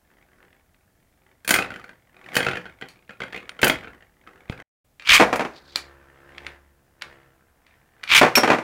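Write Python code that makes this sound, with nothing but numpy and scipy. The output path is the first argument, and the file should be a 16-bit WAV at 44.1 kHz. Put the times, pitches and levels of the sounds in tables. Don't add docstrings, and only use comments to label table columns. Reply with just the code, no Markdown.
import sys
import numpy as np
from scipy import signal
from scipy.fft import rfft, irfft
from scipy.io import wavfile
from scipy.ndimage import uniform_filter1d, minimum_filter1d

SR = 44100
rng = np.random.default_rng(int(sys.argv[2]) if len(sys.argv) > 2 else 0)


def digitize_waveform(pressure):
    field = np.atleast_2d(pressure).T
    bounded = np.clip(field, -1, 1)
    quanta = np.round(bounded * 32767).astype(np.int16)
    wavfile.write(sys.argv[1], SR, quanta)


N = 380583
PAUSE_S = (4.625, 4.845)

# start in seconds, level in dB, extra treble in dB, chirp pitch in Hz.
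CLASHES = [(1.447, -31.5, 12.5, 1690), (1.477, -15, 15, 2680), (1.491, -12, 13.5, 2180),
           (1.507, -4.5, 12, 1465), (1.54, -6.5, 10.5, 1966), (1.551, -13, 5, 1510), (1.56, -12, 8.5, 1484),
           (1.587, -11.5, -2.5, 1386), (1.605, -25.5, 1, 1270), (1.622, -18.5, -3.5, 2470),
           (1.647, -28, -10.5, 1500), (1.704, -26.5, -3, 1540), (1.718, -29.5, -18, 1390),
           (1.739, -31.5, 0.5, 1934), (1.759, -31, -2, 1450), (1.796, -36.5, 1, 1300),
           (1.841, -32.5, -2, 1420), (1.892, -35, -3.5, 1580), (2.334, -32.5, 7.5, 1570),
           (2.343, -26, 10, 1690), (2.353, -17, 11, 3050), (2.366, -6, 5, 1780), (2.386, -19, -1, 1730),
           (2.404, -13.5, -8, 1505), (2.428, -19, 1, 2150), (2.447, -19, -0.5, 2095),
           (2.465, -11.5, -8, 1420), (2.485, -14, -6.5, 1510), (2.512, -22.5, -6, 2080),
           (2.532, -21.5, -10.5, 1450), (2.555, -23.5, -6.5, 2030), (2.57, -22.5, -5, 1730),
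           (2.655, -31.5, -10, 1480), (2.663, -32, -12, 1490), (2.812, -31.5, 0, 1526),
           (2.822, -25.5, -15, 1990), (3.093, -32, -10.5, 1685), (3.106, -33, -2.5, 1375),
           (3.203, -24, -7, 1476), (3.218, -21.5, -11.5, 2110), (3.235, -25.5, -7, 1430),
           (3.329, -28.5, -3.5, 1800), (3.345, -25, -8.5, 2190), (3.361, -27, -1.5, 2180),
           (3.375, -30, -1.5, 2570), (3.591, -27.5, -7, 1460), (3.616, -20.5, 12, 2300),
           (3.63, -2, -3, 1614), (3.643, -11, 18, 3170), (3.649, -15, 4, 1720), (3.669, -10, -2.5, 1503),
           (3.679, -14.5, 18.5, 2470), (3.697, -7, 0, 2250), (3.829, -36, -22, 1550),
           (3.844, -31.5, -15, 1510), (3.872, -32, -21, 1460), (4.023, -43, -3, 1760),
           (4.273, -35, -6.5, 1283), (4.523, -30.5, -10, 1534), (4.59, -38, -15, 1586)]
# frequency in Hz, seconds to fall 60 dB.
RING_TIMES = [(80, 0.92), (250, 0.083), (700, 0.22), (2000, 0.2), (5000, 0.23), (13000, 0.12)]


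def undb(db):
    return 10 ** (np.asarray(db) / 20)


def unit(x):
    return x / np.sqrt(np.mean(x ** 2))


def curve(rows, column=1, outside=None):
    rows = np.array(rows)
    return np.interp(np.arange(N) / SR, rows[:, 0], rows[:, column], outside, outside)


def between(start_s, end_s):
    t = np.arange(N) / SR
    return 1. * ((t > start_s) & (t < end_s))


def swells(rows, steady_db=-200):
    t = np.arange(0, N, 32) / SR
    power = undb(steady_db) ** 2
    for s, db, rise_s, fall_s in rows:
        power = power + undb(db - 20 * np.maximum((s - t) / rise_s, (t - s) / fall_s)) ** 2
    return np.interp(np.arange(N) / SR, t, np.sqrt(power))


def at_hz(points, hz):
    f, value = np.transpose(points)
    return np.interp(np.log(hz + 1), np.log(f), value)


def colour(x, points, size=4096):
    gain = undb(at_hz(points, np.arange(size // 2 + 1) * SR / size))
    cepstrum = irfft(np.log(gain))
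    cepstrum[1:size // 2] *= 2
    cepstrum[size // 2 + 1:] = 0
    return signal.fftconvolve(x, irfft(np.exp(rfft(cepstrum))))[:len(x)]


def add(track, s, sound):
    start = int(s * SR)
    track[start:start + len(sound)] += sound[:N - start]


def pulses(hz, scatter_db, jitter):
    turns = np.cumsum(hz) / SR
    cycle = np.arange(1, int(turns[-1]))
    slip, force = rng.standard_normal((len(cycle), 2)).T
    out = np.zeros(N)
    where = np.searchsorted(turns, cycle + jitter * slip).clip(0, N - 1)
    out[where] = undb(scatter_db * force.clip(-2, 2))
    return out


def bursts(clicks, decay_s):
    envelope = signal.lfilter([1], [1, -np.exp(-1 / (decay_s * SR))], clicks)
    return unit(envelope * rng.standard_normal(N))


def ring_on(x, bass_db, treble_db):
    t = np.arange(SR) / SR
    edges = np.geomspace(40, 18000, 17)
    tail = 0
    for lo, hi in zip(edges, edges[1:]):
        hz = np.sqrt(lo * hi)
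        bandpass = signal.butter(3, [lo, hi], "band", fs=SR, output="sos")
        band = signal.sosfilt(bandpass, rng.standard_normal(SR))
        band *= undb(-60 * t / at_hz(RING_TIMES, hz))
        band *= 1 - np.exp(-t / 0.0066)
        wet = undb(at_hz([(400, bass_db), (3000, treble_db)], hz))
        tail = tail + wet * band * np.sqrt(2 * (hi - lo) / SR / np.sum(band ** 2))
    return x + signal.fftconvolve(x, tail)[:N]


def air():
    # frequency in Hz, relative level in dB.
    spectrum = [(15, -32), (25, -5.5), (73, -5.5), (322, -15.5), (378, -20), (684, -17.5), (1170, -28),
                (1300, -24.5), (4150, -33), (15500, -32)]
    return unit(colour(rng.standard_normal(N), spectrum)) * undb(-64.5)


def chirp(hz, rise_s, rough, size=4096):
    age = np.arange(size) / SR / rise_s
    waver = unit(uniform_filter1d(rng.standard_normal(size), size=40))
    phase = 2 * np.pi * np.cumsum(hz * (1 + rough * waver)) / SR
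    return age ** 2 * np.exp(-2 * age) * (np.sin(phase) + undb(-10.5) * np.sin(1.55 * phase))


def ticks(clicks, hz, rasp_db):
    tones, where = np.zeros(N), np.flatnonzero(clicks)
    scatter, wander = rng.standard_normal((len(where), 2)).T
    pitch = hz * np.exp(0.08 * (scatter + unit(uniform_filter1d(wander, size=10))))
    for i, chirp_hz in zip(where, pitch):
        add(tones, i / SR, clicks[i] * chirp(chirp_hz, rise_s=0.002, rough=0.11, size=768))
    # frequency in Hz, relative level in dB.
    spectrum = [(50, -14.5), (140, -1.5), (400, 0), (1000, -0.5), (1600, 0.5), (2400, -9), (3300, -13.5),
                (4500, -18), (8000, -24), (15000, -32)]
    scratch = bursts(uniform_filter1d(clicks, size=130), decay_s=0.0045)
    scrape = unit(colour(scratch + undb(rasp_db) * rng.standard_normal(N), spectrum))
    return unit(scrape + undb(1) * unit(tones))


def scraping():
    # crest in seconds, relative level in dB, rise and fall in seconds.
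    rubs = [(.17, -61.5, .25, 0.35), (.42, -60, 0.29, 0.42), (1.28, -68, .3, .5), (2.3, -42, .17, 0.22),
            (3.57, -52.5, 0.5, 0.28), (4.33, -54, 0.23, .4), (4.6, -48, 0.24, .1)]
    rise_s, settle_s = 0.019, 0.21
    wobbles = [(s + rise_s, -36 + 0.72 * db, rise_s / 2, settle_s) for s, db, *_ in CLASHES]
    pressure = swells(rubs + wobbles, steady_db=-76.5) * between(0, PAUSE_S[0])
    grazes = ticks(pulses(np.full(N, 42.), scatter_db=3.5, jitter=0.2), hz=2020, rasp_db=-5)
    return undb(-0.16) * ring_on(grazes * pressure, bass_db=6, treble_db=-8)


def crack(decay_s, size=4096):
    t = np.arange(size) / SR
    envelope = (1 - np.exp(-t / 0.00041)) * np.exp(-(t / decay_s) ** 0.82)
    spectrum = rfft(np.sign(rng.standard_normal(size)) * envelope)
    even = irfft(spectrum / np.sqrt(uniform_filter1d(np.abs(spectrum) ** 2, size=size // 100)))
    return even * (np.arange(size) < size // 2)


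def body_ring(size=4096):
    # frequency in Hz, relative level in dB, seconds to fall 60 dB.
    modes = [(1517, -1.5, 0.03), (2170, 4.5, 0.018), (2505, -2.5, 0.085), (3150, 4, 0.021),
             (4470, -8.5, 0.033), (7100, -13, 0.026), (9270, -19, .09)]
    t, out = np.arange(size) / SR, 0
    for (hz, db, t60), (force, shift) in zip(modes, rng.standard_normal((len(modes), 2))):
        mode = np.sin(2 * np.pi * hz * (1 + 0.029 * shift) * t) * undb(-60 * t / t60)
        out = out + undb(db + 3.1 * force) * mode
    return out * (1 - np.exp(-t / 0.00062))


def contact(db, treble_db, bass_db, spectrum, decay_s, body_db, slide=0):
    shade = [(500, bass_db), (1400, 0), (3500, 0), (6000, 0.6 * treble_db), (11000, 1.25 * treble_db)]
    bite = unit(colour(crack(decay_s), spectrum))
    hit = colour(bite + undb(body_db) * unit(body_ring()) + slide, shade)
    crest = np.sqrt(2 * uniform_filter1d(hit ** 2, size=88).max())
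    return hit * undb(db) / crest


def snaps():
    # start in seconds, then relative level, extra treble and room send in dB.
    events = [(0.529, -47, -28, -5), (0.745, -52.5, -17, -10), (2.886, -36, 15, 8.5),
              (3.325, -31.5, -2.5, -7), (3.493, -20, 2, -11), (4.497, -24, -6, -2), (4.997, -29.5, -3, 6),
              (5.022, -31, 0, 7.5), (5.758, -15.5, 12.5, 5.5), (6.381, -24, -5, -5), (6.466, -19, -3.5, -1),
              (7.013, -35, -8, 16), (7.021, -18.5, 2, -1.5), (7.666, -45, 1, 6), (8.033, -24.5, -6, -4),
              (8.037, -19.5, 3, 0.5), (8.354, 3, 13.5, 1)]
    # frequency in Hz, relative level in dB.
    spectrum = [(100, -18.5), (700, -12), (1400, 1.5), (2300, 6), (3200, -0.5), (4400, -2.5), (5300, -10.5),
                (7000, -17), (15000, -34.5)]
    hits, sent = np.zeros(N), np.zeros(N)
    for s, db, treble_db, room_db in events:
        click = contact(db, treble_db, 0, spectrum, decay_s=0.0011, body_db=-9)
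        add(hits, s, click)
        add(sent, s, click * undb(room_db))
    room = ring_on(sent, bass_db=1, treble_db=-9.5) - sent
    return undb(-2.5) * (hits + room)


def clashes():
    # frequency in Hz, relative level in dB.
    spectrum = [(50, -9), (200, 3), (680, 3.5), (1050, -2), (1450, 2), (2150, 0), (3150, -4.5),
                (3800, -7.5), (5500, -13), (7100, -15.5), (8500, -20), (15500, -24.5)]
    hits = np.zeros(N)
    for s, db, treble_db, hz in CLASHES:
        slide_db = -1.5 - 0.2 * db
        slide = undb(slide_db) * unit(chirp(hz, rise_s=0.0026, rough=0.08))
        bass_db = -0.28 * treble_db
        add(hits, s, contact(db, treble_db, bass_db, spectrum, decay_s=0.0047, body_db=-2.5, slide=slide))
    return ring_on(hits, bass_db=-1.5, treble_db=-9) + bowl_ring(hits, db=7.5)


def bowl_ring(x, db):
    # frequency in Hz, relative level in dB.
    modes = [(144, -4), (270, -3), (494, 1.5), (641, -3), (777, 2.5), (989, -6)]
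    t, ring = np.arange(SR) / SR, 0
    for hz, mode_db in modes:
        mode = np.sin(2 * np.pi * hz * t) * undb(-60 * t / at_hz(RING_TIMES, hz))
        ring = ring + undb(db + mode_db) * mode / np.abs(mode).sum()
    return signal.fftconvolve(x, ring)[:N]


def tinks():
    # start in seconds, level in dB, seconds to fall 60 dB.
    events = [(2.886, -45, 0.16), (5.759, -4.5, 0.012), (7.021, -38, .012)]
    out, t = np.zeros(N), np.arange(SR // 4) / SR
    pair = np.mean([np.sin(2 * np.pi * hz * t) for hz in (4200, 4560)], axis=0)
    for s, db, t60 in events:
        add(out, s, undb(db) * pair * undb(-60 * t / t60))
    return ring_on(out, bass_db=-13, treble_db=-15)


def bumps():
    # start in seconds, relative level in dB.
    events = [(4.499, -18.5), (4.583, -38.5)]
    # frequency in Hz, relative level in dB.
    spectrum = [(20, -8.5), (60, -3), (130, 0.5), (300, -10), (800, -20.5), (3000, -57.5), (15000, -65.5)]
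    out = np.zeros(N)
    thud = colour(signal.unit_impulse(4096), spectrum)
    for s, db in events:
        add(out, s, thud * undb(db) / np.abs(thud).max())
    return undb(3) * ring_on(out, bass_db=-13.5, treble_db=10)


def launcher():
    # start in seconds, length in seconds, relative level in dB at full speed.
    pulls = [(5.094, 0.053, -0.5), (8.115, 0.054, -3.5)]
    # frequency in Hz, relative level in dB.
    spectrum = [(100, -19), (500, -23.5), (1100, -8.5), (2000, -3), (2300, 6), (2700, -1.5), (3250, -2),
                (3800, -7.5), (5200, -15), (8000, -22), (15500, -32.5)]
    out = 0
    for s, length_s, db in pulls:
        # time in seconds, relative level in dB, treble emphasis in dB.
        pull = [(s - 0.045, -41, -12.5), (s, -10.5, -12.5),
                (s + length_s, 0, 9), (s + length_s + 0.076, -41, 0)]
        teeth = bursts(pulses(np.full(N, 330.), scatter_db=0.5, jitter=0.8), decay_s=0.003)
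        rasp = unit(colour(teeth, spectrum))
        treble = colour(rasp, [(2800, -21), (5000, -3.5)]) * (undb(curve(pull, column=2)) - 1)
        catch_and_slip = undb(1.6 * unit(uniform_filter1d(rng.standard_normal(N), size=300)))
        out = out + (rasp + treble) * catch_and_slip * undb(db + curve(pull, outside=-200))
    return ring_on(out, bass_db=-6, treble_db=-14.5)


def landings():
    # start in seconds, relative level in dB, extra treble in dB,
    # number of bounces, gap between them in seconds.
    drops = [(5.198, 3, -2, 3, 0.012), (5.328, -7.5, 0, 1, 0.0082), (5.358, -14, 9.5, 0, .012),
             (5.394, -11, -2.5, 2, 0.013), (5.449, -18.5, -4, 0, 0.018), (8.213, 2, -2.5, 4, 0.017),
             (8.373, -3.5, 13, 1, 0.0067), (8.433, -5, -0.5, 2, 0.011), (8.476, -7.5, -4, 1, 0.012),
             (8.501, -0.5, -6, 3, 0.015), (8.585, -16.5, -2, 0, .012)]
    # frequency in Hz, relative level in dB.
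    spectrum = [(24, -49.5), (40, -34.5), (262, -5), (422, -5), (491, -4.5), (790, -3.5), (918, -5.5),
                (2440, -12.5), (3140, -23.5), (6330, -31), (16000, -49.5)]
    hits = np.zeros(N)
    for s, db, treble_db, bounces, gap_s in drops:
        for k in range(bounces + 1):
            blow = contact(db - 4 * k, treble_db, 0.5 * k, spectrum, decay_s=0.0079, body_db=-16.5)
            add(hits, s + k * gap_s, blow)
    rise_s, fall_s = 0.023, 0.1447
    skid = swells([(s + rise_s, db - 22, rise_s / 2, fall_s) for s, db, *_ in drops])
    hits += skid * unit(colour(rng.standard_normal(N), spectrum))
    return undb(-2) * ring_on(hits, bass_db=-9.5, treble_db=-15.5) + bowl_ring(hits, db=-2.5)


def threading():
    # time in seconds, level in dB.
    push = [(5.5, -78), (5.57, -47.5), (5.63, -66.5), (5.72, -51), (5.77, -54)]
    # frequency in Hz, relative level in dB.
    spectrum = [(1500, -24), (3000, -8), (3700, -1), (4600, 0), (5400, -11), (12000, -36)]
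    teeth = bursts(pulses(np.full(N, 130.), scatter_db=3, jitter=0.5), decay_s=0.008)
    return unit(colour(teeth, spectrum)) * undb(curve(push, outside=-200))


def spinning():
    # time in seconds, turns per second.
    spin = [(5.7, 70.4), (6.15, 68), (6.45, 70.7), (6.8, 68.5), (7.06, 68.6), (7.4, 67), (8.1, 65.6)]
    # crest in seconds, hum in dB,
    # relative ticking level in dB, rise and fall in seconds.
    presses = [(5.861, -52.5, -56.5, 0.5, 0.34), (6.479, -50, -51, 0.59, 0.15),
               (7.07, -53.5, -55, 0.11, 0.35), (7.72, -79, -64, .15, 0.26), (8.05, -64, -56.5, 0.17, .1)]
    # frequency in Hz, relative level in dB.
    spectrum = [(40, -40), (70, 7), (140, 1.5), (210, -29), (280, 0), (490, -1), (750, -7), (1500, -7.5),
                (3000, -75), (12000, -79)]
    alone = between(5.5, 8.1)
    push = swells([(s, db, rise, fall) for s, db, _, rise, fall in presses], steady_db=-71.5) * alone
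    grip = swells([(s, db, rise, fall) for s, _, db, rise, fall in presses], steady_db=-76.5) * alone
    turns = pulses(curve(spin), scatter_db=0.5, jitter=0.002)
    hum = unit(colour(turns, spectrum)) * push
    drag = ticks(pulses(curve(spin), scatter_db=2.5, jitter=0.04), hz=1767, rasp_db=0)
    whirr = ring_on(drag * grip, bass_db=-2, treble_db=-3)
    return ring_on(hum, bass_db=-3.5, treble_db=-1) + undb(2.3) * whirr


def pings():
    # start in seconds, relative level in dB.
    blows = [(8.354, 2.5)]
    # frequency in Hz, relative level in dB, seconds to fall 60 dB.
    modes = [(2486, 1, 0.019), (5400, -16, 0.16), (5470, -13, 0.19), (5600, -16, 0.21), (12600, -16, 0.079)]
    out, t = np.zeros(N), np.arange(SR // 2) / SR
    tone = sum(undb(db - 60 * t / t60) * np.sin(2 * np.pi * hz * t) for hz, db, t60 in modes)
    for s, db in blows:
        add(out, s, undb(db) * tone)
    return out


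def scene():
    struck = clashes() + landings() + snaps() + tinks() + bumps() + pings()
    rubbed = launcher() + threading() + scraping() + spinning()
    return (struck + rubbed + air())[None]


def limiter(x, ceiling_db, size):
    gain = np.minimum(1, undb(ceiling_db) / (np.abs(x) + 1e-9))
    return x * uniform_filter1d(minimum_filter1d(gain, size), size)


def record(dry):
    running = uniform_filter1d(1 - between(*PAUSE_S), size=200)
    held = limiter(dry, ceiling_db=-2.3, size=50) * np.maximum(running, undb(-45))
    lowpass = signal.firwin(201, 15900, fs=SR)
    return signal.fftconvolve(held, lowpass[None], "same")


dry = scene()
out = record(dry)
digitize_waveform(out)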